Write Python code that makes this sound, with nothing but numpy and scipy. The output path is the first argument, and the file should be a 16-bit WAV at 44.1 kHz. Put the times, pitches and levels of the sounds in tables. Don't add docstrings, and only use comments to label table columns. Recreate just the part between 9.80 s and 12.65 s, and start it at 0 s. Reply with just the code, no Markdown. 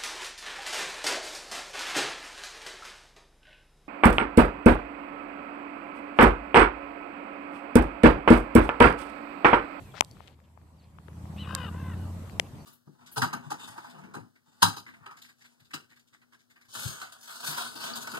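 import sys
import numpy as np
from scipy import signal
from scipy.io import wavfile
from scipy.ndimage import uniform_filter1d

SR = 44100
rng = np.random.default_rng(int(sys.argv[2]) if len(sys.argv) > 2 else 0)


def to_wav(s):
    ch = np.atleast_2d(s).T
    pcm = np.round(np.clip(ch, -1, 1) * 32767)
    wavfile.write(sys.argv[1], SR, pcm.astype(np.int16))


def magnitude_from_level(level_db):
    exponent = np.asarray(level_db, float) / 20
    return 10 ** exponent


N = 125685
EDGE_HZ = 14600


def evened(x):
    return x / np.sqrt(np.mean(x ** 2) + 1e-20)


def read(points, hz):
    f, value = np.transpose(points)
    return np.interp(np.log(hz + 1), np.log(f + 1), value)


def curve(table, t):
    cols = np.transpose(table)
    return [np.interp(t, cols[0], c) for c in cols[1:]]


def add(mix, start_s, sound, pan_db):
    part = mix[:, round(start_s * SR):][:, :sound.shape[-1]]
    placed = sound * magnitude_from_level(np.array([[min(pan_db, 0)], [min(-pan_db, 0)]]))
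    part += placed[:, :part.shape[1]]


def resonate(x, hz, width):
    turn = np.exp(2j * np.pi * np.cumsum(hz * np.ones(len(x))) / SR)
    r = np.exp(-np.pi * width / SR)
    return 2 * (turn * signal.lfilter([1 - r], [1, -r], x / turn + 1e-18)).real


def drift(length, span_s):
    span = max(round(span_s * SR), 1)
    return evened(uniform_filter1d(uniform_filter1d(rng.standard_normal(length), span), span))


def air():
    # start_s [s], level_db [dB]
    gain_ride = [(0, -65.5), (.2, -69), (.48, -73), (.56, -79.5), (1.12, -77), (1.45, -67), (1.8, -63.5),
                 (2.5, -64), (2.65, -65.5), (2.85, -66.5)]
    # freq_hz [Hz], density_db [dB per Hz]
    air_colour = [(40, -8), (110, 0), (400, -17), (1050, -19), (1600, -28.5), (5500, -36.5), (8000, -36.5),
                  (9500, -38.5), (14600, -40.5)]
    # freq_hz [Hz], likeness [-1 to 1]
    port_likeness = [(60, 0.77), (180, 0.9), (550, 0.71), (1650, 0.0), (4970, 0), (15000, 0.13)]
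    # freq_hz [Hz], left_minus_right_db [dB]
    port_lean = [(60, -3.5), (240, 4.5), (950, -0.5), (3770, 2), (15000, -5)]
    air_db, patchy_db, flicker_db = 19.5, 2, 0.1
    whine_hz, whine_width_hz, whine_db = 7950, 350, 3.5

    frames, hz = N // 256 + 5, np.fft.rfftfreq(1024, 1 / SR)
    a, b, c, d, patches = rng.standard_normal((frames, 513, 5)).T
    patches = evened(uniform_filter1d(uniform_filter1d(patches, 12, 0), 8, 1))
    flicker = evened(uniform_filter1d(rng.standard_normal(frames), 2))
    same = np.clip(read(port_likeness, hz), -1, 1)[:, None]
    left = a + 1j * b
    right = same * left + np.sqrt(1 - same ** 2) * (c + 1j * d)
    z = np.array([left, right])
    whine = whine_db * np.exp(-((hz[:, None] - whine_hz) / whine_width_hz) ** 2)
    lean = read(port_lean, hz)[:, None] * np.array([.5, -.5])[:, None, None]
    colour_db = read(air_colour, hz)[:, None] + whine + lean
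    z *= magnitude_from_level(colour_db + patchy_db * patches + flicker_db * flicker) * (hz < EDGE_HZ)[:, None]
    x = evened(signal.istft(z, nperseg=1024, noverlap=768)[1][:, :N])
    return x * magnitude_from_level(air_db + curve(gain_ride, np.arange(N) / SR)[0])


def engine():
    # start_s [s], fifth_order_hz [Hz], fifth_order_db [dB], bark_db of the other orders [dB]
    engine_ride = [
        (0, 78.5, -68, 7),
        (.56, 78.6, -58, -15),
        (1.15, 80.8, -56.5, -4),
        (1.45, 83.1, -42.5, -4),
        (1.62, 83.8, -41, -3),
        (1.85, 86.5, -38.5, -5.5),
        (2.08, 88.2, -35.5, -6.5),
        (2.3, 89.6, -34.5, -12),
        (2.52, 89.5, -45, -7),
        (2.85, 89.5, -55, -21),
    ]
    # multiple of the cycle rate, level_db [dB]
    engine_orders = [(3, -23), (4, -3.5), (6, -20), (7, -1), (8, -11), (9, -1), (10, -1), (11, -16.5),
                     (12, -2.5), (13, -22.5), (14, -17), (15, -24.5), (16, -17), (17, -17), (18, -14),
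                     (20, -18)]
    waver_db, waver_rad = 2.2, .3

    hz, db, bark_db = curve(engine_ride, np.arange(N) / SR)
    cycle = 2 * np.pi * np.cumsum(hz / 5) / SR
    x = np.sqrt(2) * np.cos(5 * cycle)
    for k, level_db in engine_orders:
        level = magnitude_from_level(level_db + bark_db + waver_db * drift(N, .06))
        x = x + level * np.cos(round(k) * cycle + waver_rad * drift(N, .05))
    return magnitude_from_level(db) * x


def chirp(length_s, db, from_hz, to_hz):
    u = np.arange(0, length_s, 1 / SR) / length_s
    hz = from_hz + (to_hz - from_hz) * u
    level = magnitude_from_level(db - 3 + 4 * drift(len(u), .0015)) * np.sqrt(2 * np.sin(np.pi * u))
    return level * np.sin(2 * np.pi * np.cumsum(hz) / SR)


def small_birds(mix):
    # start_s [s], length_s [s], level_db [dB], from_hz [Hz], to_hz [Hz]
    chirp_events = [(.02, .1, -65, 2750, 2250), (.112, .02, -62, 3600, 3100), (.27, .016, -70, 4550, 4500),
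                    (.30, .04, -66, 4500, 4500), (.678, .012, -73, 2650, 2550),
                    (.98, .035, -73, 4800, 4200), (.992, .022, -72, 4300, 3650),
                    (1.015, .016, -75, 3900, 4700), (1.025, .035, -74, 4250, 4150),
                    (1.028, .028, -74, 4850, 4800), (1.78, .01, -60, 7300, 7000),
                    (2.49, .01, -65, 7200, 7100), (2.606, .012, -62, 7200, 7200),
                    (2.79, .05, -65, 4600, 4400)]
    for start_s, *row in chirp_events:
        add(mix, start_s, chirp(*row), 0)


def rub(length_s, db, hz):
    u = np.arange(0, length_s, 1 / SR) / length_s
    grit = rng.standard_normal(len(u)) * magnitude_from_level(3.5 * drift(len(u), .001))
    band = signal.butter(3, [.5 * hz, 1.55 * hz], "band", fs=SR, output="sos")
    body = signal.sosfilt(band, grit)
    return magnitude_from_level(db) * evened(body) * np.sin(np.pi * u) ** .35


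def finger_rubs(mix):
    # start_s [s], length_s [s], level_db [dB], centre_hz [Hz]
    rub_events = [
        (.138, .02, -43, 900),
        (.15, .048, -46, 1300),
        (.139, .06, -50, 3000),
        (.162, .04, -48, 3900),
        (.34, .21, -62, 2600),
        (2.42, .09, -54, 850),
    ]
    for start_s, *row in rub_events:
        add(mix, start_s, rub(*row), 15)


def tick(db, hz, turns, edge_db):
    u = np.arange(200) / SR * hz
    swell = (u / turns * np.exp(1 - u / turns)) ** 2
    edge = np.sin(2 * np.pi * 1.8 * u) - .35 * np.sin(2 * np.pi * 2.6 * u)
    return magnitude_from_level(db) * swell * (np.sin(2 * np.pi * u) + magnitude_from_level(edge_db) * edge)


def case_ticks(mix):
    # start_s [s], peak_db [dB], pitch_hz [Hz], left_minus_right_db [dB]
    dull_ticks = [(.179, -36.5, 1480, 35), (0.2217, -32, 1020, 32), (0.368, -48.5, 1220, 27),
                  (0.404, -38, 950, 29), (.418, -58, 2500, 20), (0.4746, -42, 3450, 27),
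                  (0.479, -40, 2900, 25), (0.59, -55.5, 1000, 22), (.601, -55, 1800, 25),
                  (0.774, -44.5, 873, 28), (.814, -59, 1600, 27), (1.185, -40.5, 1158, 38.5),
                  (1.2824, -40.5, 1430, 27), (1.284, -44.5, 430, 13), (1.33, -55, 1580, 20),
                  (1.454, -41.5, 850, 36), (1.731, -36.5, 625, 26), (1.7511, -30.5, 1560, 43),
                  (1.838, -39, 630, 29), (1.947, -39.5, 450, 33), (2.474, -52, 1570, 20),
                  (2.496, -41, 2160, 35)]
    # start_s [s], peak_db [dB], pitch_hz [Hz], overtone_db [dB], left_minus_right_db [dB]
    bright_ticks = [
        (.2476, -34, 4400, -2, -9),
        (.3128, -36, 5100, -9, 14),
        (1.7503, -14.5, 4400, 3.5, -22),
    ]
    for start_s, db, hz, pan_db in dull_ticks:
        add(mix, start_s + .001, tick(db + 8, hz, turns=.65, edge_db=-12), pan_db)
    for start_s, db, hz, edge_db, pan_db in bright_ticks:
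        add(mix, start_s, tick(db, hz, 1.15, edge_db), pan_db)


def snap(db, right_db, modes):
    t, pair = np.arange(600) / SR, np.zeros((2, 600))
    right_slower = np.array([[1], [1.5]])
    port_phase = np.array([[0], [np.pi / 2]])
    for k, (hz, left_mode_db, right_mode_db, swell_ms) in enumerate(modes):
        u = t / (swell_ms / 1000 * right_slower)
        level = magnitude_from_level(np.array([[left_mode_db], [right_mode_db]])) * (-1) ** k
        pair += level * u * np.exp(1 - u) * np.sin(2 * np.pi * hz * t + port_phase)
    return magnitude_from_level(db + np.array([[0], [right_db]])) * pair / abs(pair).max(1, keepdims=True)


def case_snaps(mix):
    # start_s [s], peak_db [dB], right_port_db [dB]
    snap_events = [
        (.2084, .8, -9.5),
        (2.5977, -3, -6),
    ]
    # freq_hz [Hz], left_db [dB], right_db [dB], swell_ms [ms]
    seam_modes = [
        [(186, -14, -41.5, .8), (850, -1, -16.5, 0.67), (1430, -28.5, -15, 0.72), (2230, -0.5, -11.5, 0.44),
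         (3250, 2, -8.5, 0.21), (4700, -18.5, -8, .3), (5910, 2, -6, 0.17), (7560, -11, -2.5, 0.13),
         (9700, -7, -2.5, 0.11), (13940, -17, -15, .12)],
        [(607, -2, -19, 0.7), (2050, 2, -17, 0.49), (3120, 3, 0, 0.3), (5580, 0, -6, 0.19),
         (7010, -27, -5.5, 0.18), (8710, -31, -0.5, 0.14), (10460, -32, -5, 0.13), (13200, -32, -14.5, 0.18)],
    ]
    for (start_s, *row), modes in zip(snap_events, seam_modes):
        add(mix, start_s, snap(*row, modes), 0)


def bark(length_s, db, top_hz):
    bark_harmonics = [-34, -10.5, 3, -2, -23, -24.5]
    throat_hz, throat_width_hz, throat_db = 2960, 460, -3.5
    pitch_sag, roughness = .24, .3

    u = np.arange(0, length_s, 1 / SR) / length_s
    arch = np.sin(np.pi * u)
    hz = top_hz * (1 - pitch_sag * (1 - arch)) * (1 + .015 * drift(len(u), .002))
    turns = np.cumsum(hz) / SR
    fuzz = 1 + (roughness + .8 * (1 - arch) + (db < -60)) * drift(len(u), .0008)
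    voice = 0
    for k, harmonic_db in enumerate(bark_harmonics, 1):
        off_throat = np.minimum((k * hz - throat_hz) ** 2 / throat_width_hz ** 2, 1)
        voice = voice + magnitude_from_level(harmonic_db + throat_db * off_throat) * np.cos(2 * np.pi * k * turns)
    return magnitude_from_level(db) * evened(voice * fuzz) * arch ** 0.26 * (0.46 + 0.56 * arch ** 3)


def burrowing_animal(mix):
    # start_s [s], length_s [s], level_db [dB], top_pitch_hz [Hz], left_minus_right_db [dB]
    bark_events = [
        (.63, .035, -73, 1050, 0),
        (.995, .1, -71, 850, 0),
        (1.564, .099, -44, 1010, 3),
        (2.64, .045, -62, 900, 0),
    ]
    for start_s, length_s, db, hz, pan_db in bark_events:
        add(mix, start_s, bark(length_s, db, hz), pan_db)


def caw(path, beak, pan_db, echoes):
    throb_per_s, throb_depth, throb_bend = 57, .45, .03
    jitter, shimmer_db = .018, 2
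    shut, wide = .78, .95

    t = np.arange(path[0][0], path[-1][0], 1 / SR)
    hz, db, mouth, rough = curve(path, t)
    beat = 2 * np.pi * np.cumsum(throb_per_s * (1 + .18 * drift(len(t), .012))) / SR
    wobble = throb_bend * np.sin(beat) + jitter * (.4 + rough) * drift(len(t), .002)
    turns = np.cumsum(hz * (1 + wobble)) / SR
    folds = 0
    for k in range(1, 11):
        folds = folds + magnitude_from_level(shimmer_db * drift(len(t), 0.0016)) * np.cos(2 * np.pi * k * turns)
    puffs = (0.5 + np.exp(-(turns % 1) / 0.29)) * rng.standard_normal(len(t))
    rough = np.clip(rough, 0, 1)
    drive = ((1 - rough) * evened(folds) + rough * evened(puffs)) * (1 + throb_depth * np.cos(beat))

    bright = np.clip((mouth - shut) / (wide - shut), .1, 1)
    call = 0
    for k, (f, width, beak_db) in enumerate(beak):
        centre, level = (f * mouth, 1) if f < 2250 else (f, bright)
        once = resonate(drive, centre, 1.3 * width)
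        call = call + (-1) ** k * magnitude_from_level(beak_db) * level * resonate(once, centre, 1.3 * width)
    call = magnitude_from_level(db) * evened(call) * np.minimum((t[-1] - t) / 0.0069, 1)

    out = np.zeros((2, N))
    add(out, t[0], call, pan_db)
    for delay_s, echo_db, top_hz, echo_pan_db in echoes:
        sparse = rng.standard_normal((2, 900)) * (rng.random((2, 900)) < .02)
        scatter = sparse * np.exp(-np.arange(900) / 300.)
        scatter[:, 0] = 2.5
        scatter = scatter / np.linalg.norm(scatter, axis=1)[:, None]
        dull = signal.lfilter(*signal.butter(1, top_hz, fs=SR), call)
        back = signal.fftconvolve(dull[None], scatter, axes=1)
        add(out, t[0] + delay_s, magnitude_from_level(echo_db) * back, echo_pan_db)
    return out


def answering_bird():
    # start_s [s], pitch_hz [Hz], level_db [dB], mouth opening [0-1.3], roughness [0-1]
    reply_path = [
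        (1.91, 439, -55.5, 0.88, 0.34),
        (1.95, 497.7, -49, 0.96, 0.51),
        (2.0, 532.5, -47.5, 0.92, 0.42),
        (2.05, 512, -49.5, 1, 0.32),
        (2.10, 500, -50, 1, 0.1),
        (2.13, 464, -51.5, 0.94, 0.06),
        (2.155, 409, -54, 0.99, 0),
    ]
    # freq_hz [Hz], width_hz [Hz], level_db [dB]
    reply_beak = [(474, 170, -32), (1056, 160, 1.5), (1530, 430, -5), (1950, 330, -6), (2760, 210, -5),
                  (3600, 470, -19)]
    return caw(reply_path, reply_beak, 3, [])


def hoarse_bird():
    # start_s [s], pitch_hz [Hz], level_db [dB], mouth opening [0-1.3], roughness [0-1]
    caw_path = [
        (1.62, 422.4, -51, 0.84, 0.8),
        (1.66, 469.5, -44.5, 1.01, 0.8),
        (1.70, 513, -36.5, 0.96, 0.78),
        (1.76, 542.6, -40, 1.02, 0.41),
        (1.80, 504.7, -39, 1.02, 0.4),
        (1.85, 489.7, -39.5, 1.08, 0.33),
        (1.885, 407, -44, 0.94, 0.3),
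        (1.905, 366, -46, 0.8, 0.27),
    ]
    # freq_hz [Hz], width_hz [Hz], level_db [dB]
    caw_beak = [(500, 210, -12.5), (1140, 280, 1), (1620, 270, -7.5), (1890, 210, -11.5),
                (2500, 120, -13.5), (2900, 218, -4), (3730, 250, -15), (4800, 810, -24.5)]
    # delay_s [s], level_db [dB], treble_limit_hz [Hz], left_minus_right_db [dB]
    caw_echoes = [
        (.39, -21, 4500, 0),
    ]
    return caw(caw_path, caw_beak, 8, caw_echoes)


def scene():
    mix = air() + engine() + answering_bird() + hoarse_bird()
    small_birds(mix)
    finger_rubs(mix)
    case_ticks(mix)
    case_snaps(mix)
    burrowing_animal(mix)
    return mix


def top_cut(x):
    return signal.sosfilt(signal.butter(12, 15800, fs=SR, output="sos"), x)


def record(dry):
    bass_cut = signal.butter(2, 60, "high", fs=SR, output="sos")
    x = np.clip(signal.sosfilt(bass_cut, dry), -.97, .97)
    x = signal.oaconvolve(x, signal.firwin(61, EDGE_HZ + 300, fs=SR)[None], "same")
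    return top_cut(x)


dry = scene()
out = record(dry)
to_wav(out)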